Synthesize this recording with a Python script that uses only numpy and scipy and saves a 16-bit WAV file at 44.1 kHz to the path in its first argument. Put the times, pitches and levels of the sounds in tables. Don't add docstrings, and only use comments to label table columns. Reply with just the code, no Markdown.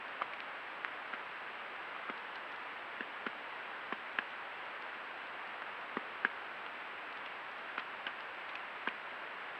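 import sys
import numpy as np
from scipy import signal
from scipy.fft import rfft, irfft
from scipy.io import wavfile

SR = 44100
rng = np.random.default_rng(int(sys.argv[2]) if len(sys.argv) > 2 else 0)


def log_audio(samples):
    frames = np.atleast_2d(samples).T
    limited = np.clip(frames, -1, 1)
    pcm = np.round(limited * 32767).astype(np.int16)
    wavfile.write(sys.argv[1], SR, pcm)


N = 422919

# start in seconds, main note in Hz,
# its level in dB, second note in Hz, its level in dB, crack in dB, thud in dB,
# the graze's lead on the blow in seconds, graze in dB.
FULL_PECKS = [ (0.219, 1210, -20, 690, -30, -30.5, -48, 0.00524, -30),
              (1.137, 1560, -29, 1850, -37, -36, -44.5, .0045, -31),
              (2.0977, 1400, -39, 2080, -33, -34, -35, 0.0073, -29),
              (3.007, 1700, -31, 2760, -43, -37, -35.5, .002, -42),
              (3.266, 1520, -32, 1180, -31, -29.5, -31.5, .0018, -28),
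              (3.925, 1150, -30, 1720, -32.5, -31.5, -32.5, .002, -31),
              (4.1872, 1690, -19, 2600, -25.5, -29.5, -37.5, .0016, -32),
              (5.9692, 1150, -23.5, 1880, -26.5, -35, -28, 0.0024, -37),
              (6.2491, 1614, -14, 1400, -33, -30, -33, 0.00103, -41),
              (7.7797, 1430, -26, 1180, -40, -27, -41, .0026, -35),
              (8.0672, 1590, -29.5, 2920, -31.5, -29, -44, .002, -36),
              (8.8748, 1620, -26.5, 1130, -27.5, -29, -33.5, 0.0019, -25.5)]
# frequency in Hz, relative level in dB.
CRACK_SPECTRUM = [(150, -23), (700, -6.5), (1200, 6), (3050, 0.5), (3750, -15.5), (5000, -25.5),
                  (7000, -51.5), (12000, -67)]


def pecks(damp_t60_s=0.014, graze_pitch_ratio=0.92):
    out = np.zeros(N)
    for start, main_hz, main_db, second_hz, second_db, crack_db, _, lead_s, graze_db in FULL_PECKS:
        graze = wood_ring(main_hz * graze_pitch_ratio, t60=0.018, rise_s=0.00038)
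        add(out, start - lead_s, amp(graze_db) * graze)
        add(out, start, amp(main_db) * wood_ring(main_hz, damp_t60_s, rise_s=0.0004))
        add(out, start, amp(second_db) * wood_ring(second_hz, damp_t60_s, rise_s=0.0007))
        add(out, start, amp(crack_db) * fracture(CRACK_SPECTRUM, crumble=1.0, t60=0.054))
    return out


def log_thuds(mic_low_cut_hz=195):
    # pitch in Hz, relative level in dB, time to fall 60 dB in seconds.
    trunk_modes = [(258, 1, 0.047), (298, 1, 0.036), (383, 10, 0.019), (625, -16, 0.028)]
    thud = sum(amp(db) * wood_ring(hz, t60, rise_s=0.0006) for hz, db, t60 in trunk_modes)
    thud = signal.sosfilt(signal.cheby1(4, 1, mic_low_cut_hz, "high", fs=SR, output="sos"), thud)
    thud /= abs(thud).max()
    out = np.zeros(N)
    for start, *_, thud_db, _, _ in FULL_PECKS:
        add(out, start, amp(thud_db) * thud)
    return out


def light_taps(crack_db=-38.5):
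    # start in seconds, ring level in dB, pitch in Hz, time to fall 60 dB in seconds.
    taps = [(.3352, -34, 2140, .008), (0.8478, -18.5, 1680, 0.0028), (1.963, -32, 1250, 0.013),
            (5.6207, -29, 1480, .0034), (8.076, -33, 2460, .008), (8.5546, -28.5, 2500, .011),
            (8.8866, -25, 2400, .008)]
    out = np.zeros(N)
    for start, db, hz, t60 in taps:
        add(out, start, amp(db) * wood_ring(hz, t60, rise_s=0.00033))
        add(out, start, amp(crack_db) * fracture(CRACK_SPECTRUM, crumble=0.82, t60=0.056))
    return out


def splinters(crumbs_per_s=1.5, crumb_db=-45, crumb_spread_db=2):
    # start in seconds, level in dB, time to fall 60 dB in seconds,
    # treble tilt in dB per octave.
    chips = [(.3352, -38, .02, 0), (.4043, -30, .008, -7), (2.178, -38, .015, -3),
             (2.3566, -37.5, 0.029, 0), (2.52, -42, .04, 0), (4.823, -37, .018, 0),
             (6.664, -30.5, .015, -17), (7.1732, -39, .018, -3), (7.2613, -34.5, 0.016, -4),
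             (7.795, -30, 0.041, -11), (8.2063, -34, 0.0092, -4), (8.4914, -34.5, 0.034, -7),
             (8.5552, -33.5, 0.019, 2)]
    # frequency in Hz, relative level in dB.
    snap_spectrum = [(300, -18.5), (1400, 4.5), (3100, 11.5), (4200, 1), (6000, -16), (7500, -40),
                     (12000, -47)]
    out = np.zeros(N)
    for start, db, t60, tilt_db in chips:
        add(out, start, amp(db) * fracture(snap_spectrum, crumble=0.86, t60=t60, tilt_db=tilt_db))
    for when, size in rng.random((round(crumbs_per_s * N / SR), 2)):
        db = crumb_db + crumb_spread_db * (2 * size - 1)
        add(out, when * N / SR, amp(db) * fracture(snap_spectrum, crumble=0.83, t60=0.016))
    return out


def wood_ring(hz, t60, rise_s):
    t = np.arange(6000) / SR
    envelope = (1 - np.exp(-(t / rise_s) ** 2)) * amp(-60 * t / t60)
    return envelope / envelope.max() * np.sin(2 * np.pi * hz * t)


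def fracture(spectrum, crumble, t60, tilt_db=0, fibres_per_s=4000, size=2048):
    hz = abs(np.fft.fftfreq(size, 1 / SR))
    log_gain = np.log(amp(curve_at(spectrum, hz) + tilt_db * np.log2(1 + hz / 1000)))
    click = np.fft.ifft(np.exp(np.conj(signal.hilbert(log_gain)))).real
    fibres = (2 * rng.random(size) - 1) * (rng.random(size) < fibres_per_s / SR)
    fibres *= crumble * amp(-60 * np.arange(size) / SR / t60)
    fibres[0] = 1
    return signal.fftconvolve(fibres, click / abs(click).max())


def forest_echo(sound, echoes_per_s=2000, predelay_s=0.003, size=22050):
    # frequency in Hz, time to fall 60 dB in seconds.
    decay_times = [(150, 0.26), (1500, 0.19), (6000, 0.3)]
    echoes = rng.choice([-1., 1.], size) * (rng.random(size) < echoes_per_s / SR)
    echoes *= np.arange(size) > predelay_s * SR
    hz, t, bands = signal.stft(echoes, SR, nperseg=256)
    decay = amp(-60 * t / curve_at(decay_times, hz)[:, None])
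    tail = signal.istft(bands * decay, SR, nperseg=256)[1]
    return signal.fftconvolve(sound, tail / np.linalg.norm(tail))[:N]


def microphone_hiss(hiss_db=-45.5, floor_db=-84.5):
    # frequency in Hz, relative level in dB.
    hiss_spectrum = [(25, -32), (100, -22.5), (160, -19), (250, -12), (500, -6.5), (1000, -1.27),
                     (1280, -1.5), (1560, -0.44), (1900, -3), (2750, -7.5), (3500, -17.5), (5000, -34),
                     (6500, -49.5), (9000, -73)]
    colour = amp(curve_at(hiss_spectrum, np.fft.rfftfreq(N, 1 / SR)))
    hiss = irfft(rfft(rng.standard_normal(N)) * colour, N)
    return amp(hiss_db) * unit_rms(hiss) + amp(floor_db) * rng.standard_normal(N)


def camera_whine(pitch_hz=7796, flip_cycle_hz=29.7, level_db=-89):
    t = np.arange(N) / SR
    phase = 2 * np.pi * pitch_hz * t
    flips = np.sign(np.sin(2 * np.pi * flip_cycle_hz * t))
    return amp(level_db) * unit_rms(flips * np.sin(phase) + amp(-17) * np.sin(2 * phase))


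def amp(db):
    return 10 ** (np.asarray(db) / 20)


def unit_rms(x):
    return x / np.sqrt(np.mean(x ** 2) + 1e-20)


def curve_at(points, hz):
    point_hz, values = np.transpose(points)
    return np.interp(np.log(hz + 1), np.log(point_hz + 1), values)


def add(mix, start_s, sound):
    part = mix[round(start_s * SR):][:len(sound)]
    part += sound[:len(part)]


def scene(mic_low_cut_hz=220, echo_db=-16):
    low_cut = signal.butter(2, mic_low_cut_hz, "high", fs=SR, output="sos")
    bird = signal.sosfilt(low_cut, pecks() + light_taps() + splinters()) + log_thuds()
    return (bird + amp(echo_db) * forest_echo(bird) + microphone_hiss() + camera_whine())[None]


def record(dry):
    high_cut = signal.firwin(511, 15750, window=("kaiser", 9), fs=SR)
    return signal.oaconvolve(dry, high_cut[None], "same")


dry = scene()
out = record(dry)
log_audio(out)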